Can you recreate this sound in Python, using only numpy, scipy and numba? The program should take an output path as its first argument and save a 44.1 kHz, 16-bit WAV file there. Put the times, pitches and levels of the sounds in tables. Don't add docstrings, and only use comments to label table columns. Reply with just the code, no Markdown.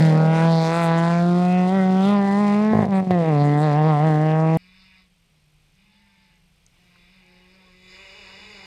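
import sys
import numpy as np
from scipy import signal
from scipy.fft import rfft, irfft
from scipy.io import wavfile
from scipy.ndimage import uniform_filter1d
from numba import njit

SR = 44100
rng = np.random.default_rng(int(sys.argv[2]) if len(sys.argv) > 2 else 0)


def digitize_waveform(pressure):
    field = np.atleast_2d(pressure).T
    bounded = np.clip(field, -1, 1)
    quanta = np.round(bounded * 32767).astype(np.int16)
    wavfile.write(sys.argv[1], SR, quanta)


N = 381888
T = np.arange(N) / SR
FREQS = np.maximum(np.arange(N // 2 + 1) * SR / N, 1)
SHIFT_S, HILLSIDE_S = 3.108, 4.5727


def undb(db):
    return 10 ** (np.asarray(db) / 20)


def curves(rows):
    times, *columns = np.transpose(rows)
    return [np.interp(T, times, column) for column in columns]


def swells(rows):
    return sum(height * np.exp(-((T - s) / half) ** 2) for s, height, half in rows)


def unit(x):
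    return x / np.sqrt(np.mean(x ** 2))


def smooth(x, seconds):
    size = max(int(seconds * SR), 1)
    return uniform_filter1d(uniform_filter1d(x, size), size)


def steady(x):
    return x / np.sqrt(np.abs(smooth(x ** 2, .04)) + 1e-18)


def noise():
    return rng.standard_normal(N)


def walk(rate):
    return 1.3 * smooth(np.interp(T * rate, np.arange(1000), rng.standard_normal(1000)), .5 / rate)


def place(at, size):
    where = np.clip(at * SR, 0, N - 2)
    first = where.astype(int)
    late = where - first
    return np.bincount(first, size * (1 - late), N) + np.bincount(first + 1, size * late, N)


def band(x, lo_hz, hi_hz):
    return irfft(rfft(x) / (1 + (lo_hz / FREQS) ** 8) / (1 + (FREQS / hi_hz) ** 8), N)


def colour(x, points):
    hz, db = np.transpose(points)
    cepstrum = irfft(np.log(undb(np.interp(np.log(FREQS), np.log(hz), db))), N)
    cepstrum[1:N // 2] *= 2
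    cepstrum[N // 2 + 1:] = 0
    return irfft(rfft(x) * np.exp(rfft(cepstrum)), N)


def resonate(x, modes):
    response = sum(undb(db) / (1 + ((FREQS - hz * hz / FREQS) / width) ** 2) for hz, width, db in modes)
    return irfft(rfft(x) * response, N)


@njit
def moving_band(x, hz, width_hz):
    out, band_state, low_state = np.empty(len(x)), 0., 0.
    for i in range(len(x)):
        tuning, damping = np.tan(np.pi * hz[i] / SR), width_hz / hz[i]
        passed = (band_state + tuning * (x[i] - low_state)) / (1 + tuning * (tuning + damping))
        band_state = 2 * passed - band_state
        low_state += 2 * tuning * passed
        out[i] = damping * passed
    return out


def smear(x, decay_s):
    ring = rfft(noise() * np.exp(-T / decay_s))
    return unit(irfft(rfft(x) * ring / np.abs(ring), N))


def flutter(x, depth_db, rate):
    edges = np.r_[1, np.geomspace(400, 10000, 16), SR]
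    spectrum = rfft(x)
    below = [1 / (1 + (FREQS / hz) ** 16) for hz in edges]
    bands = (irfft(spectrum * (hi - lo), N) for lo, hi in zip(below, below[1:]))
    return sum(part * undb(depth_db * walk(rate)) for part in bands)


def spread(side, width):
    return width * side * np.array([[1], [-1]])


# (start [s], end [s],
# treble gain [dB])
NEAR_LIFTS = [(2.75, 2.85, -2.5), (2.85, 2.918, -22), (3.009, 3.105, -25)]


def throttle_db(lifts=NEAR_LIFTS, seconds=0.0092):
    return smooth(sum(db * ((T > start) & (T < end)) for start, end, db in lifts), seconds)


CYLINDERS = [0.64, 0.51, -0.0098, -0.034]
# (time [s], depth [ratio])
LOPE = [(0, .3), (.35, .3), (.55, .12), (.9, .1), (1.5, .06), (2.4, .14), (3.3, .07), (4.5, .08), (4.7, .2),
        (7.6, .25), (8.0, .6), (8.66, .6)]


def firings(hz, jitter_s, scatter_db, echo):
    fired = np.cumsum(hz) / SR
    count = np.arange(1, int(fired[-1]))
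    chance = rng.standard_normal((2000, 2))[count]
    at = np.interp(count, fired, T)
    chance = chance * (1 - .15 * np.interp(at, T, throttle_db()))[:, None]
    excess = np.interp(at, *np.transpose(LOPE)) * np.take(CYLINDERS, count, mode="wrap")
    size = (1 + excess) * undb(scatter_db * chance[:, 0])
    pop_s = np.transpose(LIMITER_POPS)[0]
    pop_slot = len(CYLINDERS) * np.arange(len(pop_s))
    limited = (at > pop_s[0]) & (at < pop_s[-1])
    slot = np.round(np.interp(at, pop_s, pop_slot))
    size[limited & (slot % len(CYLINDERS) == 2)] *= 0.15
    at = np.where(limited, np.interp(slot, pop_slot, pop_s), at)
    at = np.sort(at + jitter_s * chance[:, 1])
    trip_s = 0.001357 * (1 + 0.097 * np.interp(at, T, walk(7.3)))
    fronts = place(at, size)
    age = np.abs(T - at[np.maximum(np.searchsorted(at, T) - 1, 0)])
    return fronts + echo * place(at + trip_s, size), fronts, age


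# (frequency [Hz], gain [dB])
PIPE_EQ = [(50, -31.5), (100, -12), (155, 1), (250, -4), (330, -9), (470, -9.5), (590, -11.5), (720, -5),
           (830, -14), (920, -23.5), (1030, -17.5), (1150, -24.5), (1450, -24.5), (1950, -26.5),
           (2600, -42.5), (6000, -48)]
# (centre [s], gain [dB], half-length [s])
BOOM_DIPS = [(1.71, -2.5, 0.045), (1.84, -0.5, 0.045), (2.27, -1.5, .05), (2.62, -1, 0.17),
             (2.86, -5.5, .04), (3.05, -10, 0.017), (3.25, -7, 0.02), (3.72, -0.5, 0.089),
             (3.98, -2.5, .03)]
# (time [s], gain [dB])
BODY_TILT = [(0, -2.5), (.5, 8), (1.14, 7), (1.28, -3), (1.7, -0.5), (1.96, 0.5), (2.12, 3.5), (2.33, 5),
             (2.52, 9.5), (2.62, 7.5), (2.8, 9), (3.05, -3.5), (3.35, 0.5), (4.0, 7), (4.2, -1.5),
             (4.56, 2.5)]


def exhaust_pipe(pulses, spit, boom_db, body_db):
    pipe = colour(-pulses + 0.004 * noise(), PIPE_EQ)
    boom = steady(band(pipe, 53, 270)) * undb(boom_db + 1.85 + swells(BOOM_DIPS) + 0.67 * walk(7.6))
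    rough = flutter(pipe + colour(.008 * spit, PIPE_EQ), depth_db=2.8, rate=14)
    upper_db, = curves(BODY_TILT)
    body = steady(band(rough, 290, 623) + undb(upper_db) * band(rough, 784, 1170))
    return boom, body * undb(body_db)


# (frequency [Hz], gain [dB])
BARK_EQ = [(1200, -6), (1400, -2.5), (1650, -4.5), (2000, -6), (2250, -12), (2450, -12.5), (2750, -14),
           (3000, -14.5)]
# (time [s], centre [Hz])
BARK_NOTCH = [(.08, 1100), (.22, 1880), (.4, 1690), (.55, 2390), (.75, 3030), (1.1, 3040), (1.35, 1630),
              (1.95, 1670), (2.25, 1460), (3.3, 1400), (3.9, 1450), (4.5, 1420)]


def tailpipe_bark(pulses, spit, db):
    steel = smear(pulses, decay_s=0.0024)
    front = flutter(steel + .4 * spit + 0.33 * noise(), depth_db=5.0, rate=10)
    notch_hz = curves(BARK_NOTCH)[0] * (1 + .02 * walk(8.7))
    hollowed = front - .9 * moving_band(front, notch_hz, width_hz=620.)
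    return steady(band(colour(-hollowed, BARK_EQ), 670, 2970)) * undb(db + 3.25 + 0.5 * walk(16))


# (frequency [Hz], gain [dB])
GAS_EQ = [(900, -36), (1800, -8), (3000, -11.5), (4400, -17), (6000, -27), (8500, -32.5), (11000, -34),
          (15500, -52.5)]


def gas_rasp(fronts, spit, db):
    blast = flutter(unit(fronts) + .6 * spit + .2 * noise(), depth_db=5.0, rate=17)
    bite_db = 10 * (T > SHIFT_S) * np.exp(-np.abs(T - SHIFT_S) / .018)
    return steady(band(colour(blast, GAS_EQ), 2970, 11000)) * undb(db + bite_db + 1.76 + 0.59 * walk(25))


# (centre [s], half-length [s], frequency [Hz], width [Hz], level [dB])
SIZZLES = [(0.58, 0.11, 4400, 1430, -38), (0.668, 0.046, 6000, 3020, -45.5), (0.81, 0.039, 2190, 450, -35),
           (0.76, 0.039, 7700, 2800, -46), (0.844, 0.029, 7900, 3995, -43), (.99, 0.016, 6800, 3000, -43.5),
           (1.16, 0.049, 2250, 350, -39.5), (1.802, .05, 1990, 218, -38), (1.555, 0.096, 2520, 400, -40.5),
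           (2.075, 0.056, 3560, 1210, -43), (2.324, 0.087, 1930, 230, -41), (2.325, 0.013, 7900, 2500, -56),
           (2.395, .02, 7000, 3540, -55), (2.96, 0.031, 4000, 1190, -53), (2.961, 0.02, 8040, 1710, -55),
           (3.131, 0.036, 1910, 400, -40.5), (3.406, .04, 4200, 1300, -45), (3.46, 0.02, 7300, 1790, -52),
           (3.55, 0.082, 1990, 280, -42.5), (3.605, 0.029, 7850, 2410, -50.5),
           (3.66, 0.067, 3940, 1200, -45), (3.79, 0.042, 2700, 500, -46)]


def exhaust_sizzle(fronts, spit):
    crisp = unit(fronts) + .45 * spit
    return sum(unit(resonate(crisp, [(hz, width, 0)])) * swells([(s, undb(db), half)])
               for s, half, hz, width, db in SIZZLES)


# (time [s], boom [dB], body [dB], bark [dB], gas [dB])
PASS_BY = [(0.0, -14.5, -29.5, -37, -44), (0.122, -17, -25.5, -39.5, -49), (0.284, -16, -25.5, -38.5, -53),
           (0.384, -21, -24, -32.5, -44.5), (0.448, -17.5, -22.5, -31.5, -48),
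           (0.576, -18.5, -23.5, -42, -45.5), (0.74, -25.5, -23, -33, -43.5),
           (0.902, -20.5, -22, -33.5, -43), (1.33, -20, -27.5, -40.5, -49)]
# (start level [dB], slope [dB/s], gain with rev flare [dB/Hz], offset in the high gear [dB])
CLIMB = [(-19, 0, 0.09, -0.4), (-25, -0.52, 0.08, 3.5), (-41.5, 1.5, 0.35, -4), (-52.5, -1.5, 0.36, -2)]


def near_levels(flare_hz, climb_s=1.1, crossfade_s=0.17):
    climbing = np.clip((T - climb_s) / crossfade_s, 0, 1)
    away = [db + slope * (T - climb_s) + per_hz * flare_hz + gear_db * (T > SHIFT_S)
            for db, slope, per_hz, gear_db in CLIMB]
    return [passing + climbing * (leaving - passing) for passing, leaving in zip(curves(PASS_BY), away)]


# (time [s], firing rate [Hz])
NEAR_REVS = [(0.0, 162.6), (0.124, 155.9), (0.314, 161), (0.65, 161.5), (0.966, 166.2), (1.1, 169.8),
             (1.5, 180.1), (1.65, 181.1), (1.93, 187.8), (2.25, 197.3), (2.55, 205.9), (2.71, 217.5),
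             (2.85, 209.8), (2.93, 192.9), (3.12, 182.1), (3.23, 163.6), (3.36, 144.6), (3.55, 146.6),
             (3.72, 144), (3.97, 141.6), (4.25, 156), (4.56, 161.4)]
# (centre [s], rise in firing rate [Hz], half-length [s])
NEAR_FLARES = [(0.478, 4.3, 0.107), (0.779, 5.342, 0.078), (1.755, 9.379, 0.064), (2.12, 11.22, 0.071),
               (2.414, 4.998, 0.038), (3.286, 4.966, 0.02), (3.644, 9.126, 0.051), (3.785, 7.195, 0.036),
               (3.878, 15.3, 0.066), (4.06, 12.5, 0.06)]


def near_car():
    flare_hz, shut_db = swells(NEAR_FLARES), throttle_db()
    hz = (curves(NEAR_REVS)[0] + flare_hz) * (1 + .002 * walk(30))
    boom_db, body_db, bark_db, gas_db = near_levels(flare_hz)
    pulses, fronts, age = firings(hz, jitter_s=.000016, scatter_db=0.51, echo=0.13)
    spit = unit((np.exp(-age / .0006) + .07) * noise())
    boom, body = exhaust_pipe(pulses, spit, boom_db + .11 * shut_db, body_db + .26 * shut_db)
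    bark = tailpipe_bark(pulses, spit, bark_db + .6 * shut_db)
    gas = gas_rasp(fronts, spit, gas_db) + exhaust_sizzle(fronts, spit)
    treble = bark + undb(shut_db) * gas
    return boom + body + treble + spread(boom, -0.013) + spread(treble, .05)


# (frequency [Hz], width [Hz], gain [dB])
INTAKE_MODES = [(209, 52, 5.5), (453, 38, -2.5), (567, 120, 1.5), (890, 85, -11)]


def intake():
    facing = .5 - .5 * np.tanh((T - 0.36) / 0.18)
    cycles = np.cumsum(curves(NEAR_REVS)[0] + swells(NEAR_FLARES)) / SR / len(CYLINDERS)
    at = np.interp(np.arange(int(cycles[-1])), cycles, T)
    gulps = place(at, undb(1.4 * np.interp(at, T, walk(35))))
    growl = smear(gulps, decay_s=0.018) + 0.29 * noise()
    return unit(resonate(growl, INTAKE_MODES)) * undb(-25) * facing


# (frequency [Hz], width [Hz], level [dB])
STONE_MODES = [(3430, 610, 1.5), (4500, 600, -2), (5400, 900, -2), (8400, 1400, -14)]


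def thrown_stones(hits_per_s=80, bunching_db=7):
    burst = undb(bunching_db * walk(22))
    out = 0
    for hz, width, db in STONE_MODES:
        hits = (rng.random(N) < hits_per_s / len(STONE_MODES) / SR) * noise()
        knocks = unit(resonate(hits * burst, [(hz, width, 0)])) * undb(db)
        out = out + knocks * (1 + spread(walk(30), .3))
    return unit(out)


# (frequency [Hz], gain [dB])
CRUNCH_EQ = [(1200, -18.5), (2500, -2), (4200, -2), (6000, -9), (9000, -13.5), (12000, -23), (15500, -38.5)]


def crunch(spray):
    grains = spray * noise() * (rng.random(N) < .05)
    size_db = 2 * np.minimum(rng.exponential(size=N), 6)
    return unit(colour(grains * undb(size_db), CRUNCH_EQ))


# (time [s], level [dB])
GRAVEL_LEVEL = [(0, -40), (.25, -51.5), (.45, -46), (.6, -48.5), (.85, -49.5), (1.1, -50), (1.5, -48),
                (1.95, -51), (2.5, -48.5), (3.05, -59.5), (3.25, -52.5), (3.5, -51.5), (4.5, -54)]


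def gravel():
    db, = curves(GRAVEL_LEVEL)
    spray = undb(2 * walk(25))
    mid, side = crunch(spray), crunch(spray)
    roar, roar_side = (unit(band(noise(), 650, 2100)) for _ in range(2))
    rumble = unit(band(noise(), 22, 140)) * undb(-56.5)
    stones = mid + spread(side, 0.41) + spread(mid, .2) + undb(-13.5) * thrown_stones()
    rolling = undb(-5) * (roar + spread(roar_side, .6) + spread(roar, .3))
    return (stones + rolling) * undb(db) + rumble


# (time [s], push level [dB])
LIMITER_POPS = [(2.7343, -9.5), (2.7532, -11), (2.772, -15.5), (2.7907, -9.5), (2.8092, -19), (2.8281, -14),
                (2.849, -21), (2.866, -20), (2.886, -29)]
# (frequency [Hz], gain [dB])
THUD_EQ = [(30, -24), (70, -8.5), (92, 8), (108, 15.5), (130, 7), (170, 4), (260, -4.5), (390, 6.5),
           (490, 6), (620, 6.5), (750, 10.5), (860, -6), (1030, 3), (1450, -11.5), (4000, -21)]


def backfires(churn_s=.012, snap_s=0.00066, tail_s=0.011):
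    shove, cracks = np.zeros(N), np.zeros(N)
    # (time [s], push level [dB], push length [s], crack level [dB])
    pops = [(s, db, 0.00022, db - 29) for s, db in LIMITER_POPS]
    bang = (SHIFT_S, -8.5, 0.00014, -13)
    for s, db, push_s, crack_db in pops + [bang]:
        start = int(s * SR)
        age = T[:N - start]
        push = age / push_s * np.exp(1 - age / push_s)
        churn = .05 * noise()[start:] * np.exp(-age / churn_s)
        shove[start:] += undb(db) * (push + churn)
        cracks[start:] += undb(crack_db) * (np.exp(-age / snap_s) + 0.51 * np.exp(-age / tail_s))
    return colour(-shove, THUD_EQ) + colour(cracks * noise(), GAS_EQ)


# (time [s], peak [dB], frequency [Hz], width [Hz], decay [s])
TICKS = [(4.5726, -23.5, 7060, 13950, 0.00026), (5.753, -59, 6540, 2465, .001),
         (6.356, -59, 5970, 3080, .001), (6.664, -43, 5800, 2620, 0.0013), (6.957, -49, 1380, 620, 0.0035),
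         (7.265, -53, 6000, 3000, 0.0009), (7.554, -56, 5980, 2930, .001)]


def ticks():
    out = 0
    for s, db, hz, width, decay in TICKS:
        reach = 1 + 0.56 * width / hz
        click = band(noise() * (T > s) * np.exp(-np.abs(T - s) / decay), hz / reach, hz * reach)
        out = out + undb(db) * click / np.abs(click).max()
    return out


# (frequency [Hz], gain [dB])
AIR_EQ = [(15, -32), (25, 5), (91, -5.5), (152, -4.5), (253, -17.5), (1710, -23.5), (2360, -16),
          (5140, -24), (7300, -30.5), (8580, -32), (9300, -33), (13500, -34), (15500, -51)]


def hillside():
    air = unit(colour(noise(), AIR_EQ)) * undb(-62.5 + walk(4.41))
    gate = smooth(1. * (T * 50 % 1 < .28), .001)
    whine = unit(gate * np.sin(2 * np.pi * 8550 * T)) * undb(-80.5)
    return air + whine + spread(noise(), undb(-95))


# (time [s], firing rate [Hz])
FAR_REVS = [(4.57, 180.6), (4.85, 190.5), (5.05, 183.8), (5.2, 162), (5.4, 151), (5.66, 152), (5.86, 213),
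            (6.3, 184.2), (6.65, 169.6), (6.97, 174.5), (7.3, 180.8), (7.8, 183.6), (8.3, 188),
            (8.66, 188.8)]
# (centre [s], rise in firing rate [Hz], half-length [s])
FAR_FLARES = [(6.83, 8.1, 0.083), (7.14, 11.2, 0.066), (7.55, 7.2, 0.059), (8.02, 9.6, 0.062),
              (8.17, 26, 0.045), (8.46, 26.7, 0.099)]
# (time [s], body [dB], rasp [dB])
FAR_POWER = [(4.6, -92, -58.5), (4.95, -93, -56), (5.85, -91, -64.5), (6.4, -93, -65), (6.75, -76.5, -67.5),
             (7.02, -72, -59.5), (7.18, -73.5, -59), (7.3, -64, -59.5), (7.7, -64, -58.5),
             (7.8, -64, -57.5), (7.95, -58, -47.5), (8.66, -54.5, -46.5)]
# (start [s], end [s], gain [dB])
FAR_LIFTS = [(5.06, 5.74, -25.5), (6.42, 6.72, -28)]
# (time [s], level [dB])
FAR_BOOM = [(4.6, -57), (5.0, -63.5), (5.2, -67.5), (5.7, -66), (5.9, -62), (6.65, -70), (6.9, -62.5),
            (7.3, -59.5), (7.9, -59.5), (8.08, -72), (8.4, -56.5), (8.66, -57)]
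# (time [s], noise amount [ratio])
FAR_TURBULENCE = [(4.6, 0.59), (7.7, 1), (8.0, 1.0)]
# (frequency [Hz], width [Hz], gain [dB])
RASP_MODES = [(1000, 1060, -10.5), (1070, 110, -8), (1284, 50, -14), (1583, 91, -4.5), (2037, 280, 4),
              (2410, 320, 7.5), (2890, 130, 3), (3530, 110, 0), (3824, 214, -3), (4326, 180, -8),
              (4760, 270, -6), (5150, 230, -5)]
# (frequency [Hz], gain [dB])
FAR_EQ = [(2980, 0), (3120, -8), (3260, -15), (3420, 2.5)]
# (frequency [Hz], gain [dB])
FAR_BODY_EQ = [(280, -6.5), (365, 3.5), (470, 3.5), (560, -1.5), (660, -7), (780, -10), (950, -4),
               (1100, -9.5), (1600, -10)]


def far_car(echo_db=1, echo_decay_s=0.11):
    hz = (curves(FAR_REVS)[0] + swells(FAR_FLARES)) * (1 + .004 * walk(20))
    body_db, rasp_db = curves(FAR_POWER) + throttle_db(FAR_LIFTS, seconds=0.09)
    boom_db, = curves(FAR_BOOM)
    turbulence, = curves(FAR_TURBULENCE)
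    pulses, _, _ = firings(hz, jitter_s=.00002, scatter_db=.8, echo=.15)
    slopes = noise() * np.exp(-T / echo_decay_s)
    echoes = irfft(rfft(pulses) * rfft(slopes), N)
    blurred = unit(pulses - pulses.mean()) + undb(echo_db) * unit(band(echoes, 100, 14000))
    boom = steady(band(band(blurred, 115, 235), 115, 235)) * undb(boom_db)
    wavering = unit(flutter(blurred, depth_db=3.6, rate=16))
    pipe = colour(wavering + 0.62 * turbulence * noise(), FAR_BODY_EQ)
    body = steady(band(pipe, 206.6, 1250)) * undb(body_db)
    rasp = steady(resonate(wavering + turbulence * noise(), RASP_MODES)) * undb(rasp_db)
    tyres = far_tyres()
    rumble = unit(band(noise(), 25, 107)) * undb(rasp_db - 16.5)
    return colour(boom + body + rasp + tyres + rumble, FAR_EQ)


# (centre [s], half-length [s], top pitch [Hz], level [dB])
BEND_WHINES = [(6.131, 0.23, 887, -69), (7.35, 0.12, 855, -68)]


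def bend_whine(sag_hz=28):
    out = 0
    for s, half, top_hz, db in BEND_WHINES:
        arch = np.minimum(((T - s) / half) ** 2, 9)
        hz = (top_hz - sag_hz * arch) * (1 + 0.00433 * walk(50))
        phase = 2 * np.pi * np.cumsum(hz) / SR
        tone = np.sin(phase) + .7 * np.sin(2 * phase) + .7 * np.sin(2.5 * phase) + .25 * np.sin(4 * phase)
        out = out + unit(tone) * undb(db) * np.exp(-arch ** 2 / 2)
    return out


# (time [s], firing rate [Hz], level [dB])
OTHER_CAR = [(5.9, 203, -110), (6.05, 183.4, -74), (6.25, 163.8, -70.5), (6.55, 147.2, -65.5),
             (6.7, 147.5, -110)]


def other_car():
    hz, db = curves(OTHER_CAR)
    return unit(np.sin(2 * np.pi * np.cumsum(hz) / SR)) * undb(db)


# (time [s], level [dB])
FAR_TYRE_LEVEL = [(7.0, -102), (7.8, -72), (7.9, -61.5), (8.2, -60.5), (8.66, -58.5)]
# (frequency [Hz], width [Hz], gain [dB])
HISS_MODES = [(2250, 460, -6.5), (3670, 200, -1.0), (4400, 250, -10), (4810, 300, -0.5),
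              (4930, 180, -2), (6900, 1000, -7.0), (9700, 1200, -27)]


def far_tyres():
    db, = curves(FAR_TYRE_LEVEL)
    return unit(resonate(noise(), HISS_MODES)) * undb(db)


def scene():
    close = near_car() + intake() + backfires() + gravel()
    distant = far_car() + other_car() + bend_whine() + hillside()
    return np.where(T < HILLSIDE_S, close, distant) + ticks()


def record(dry):
    return signal.sosfilt(signal.ellip(8, .2, 70, 15750, fs=SR, output="sos"), dry)


dry = scene()
out = record(dry)
digitize_waveform(out)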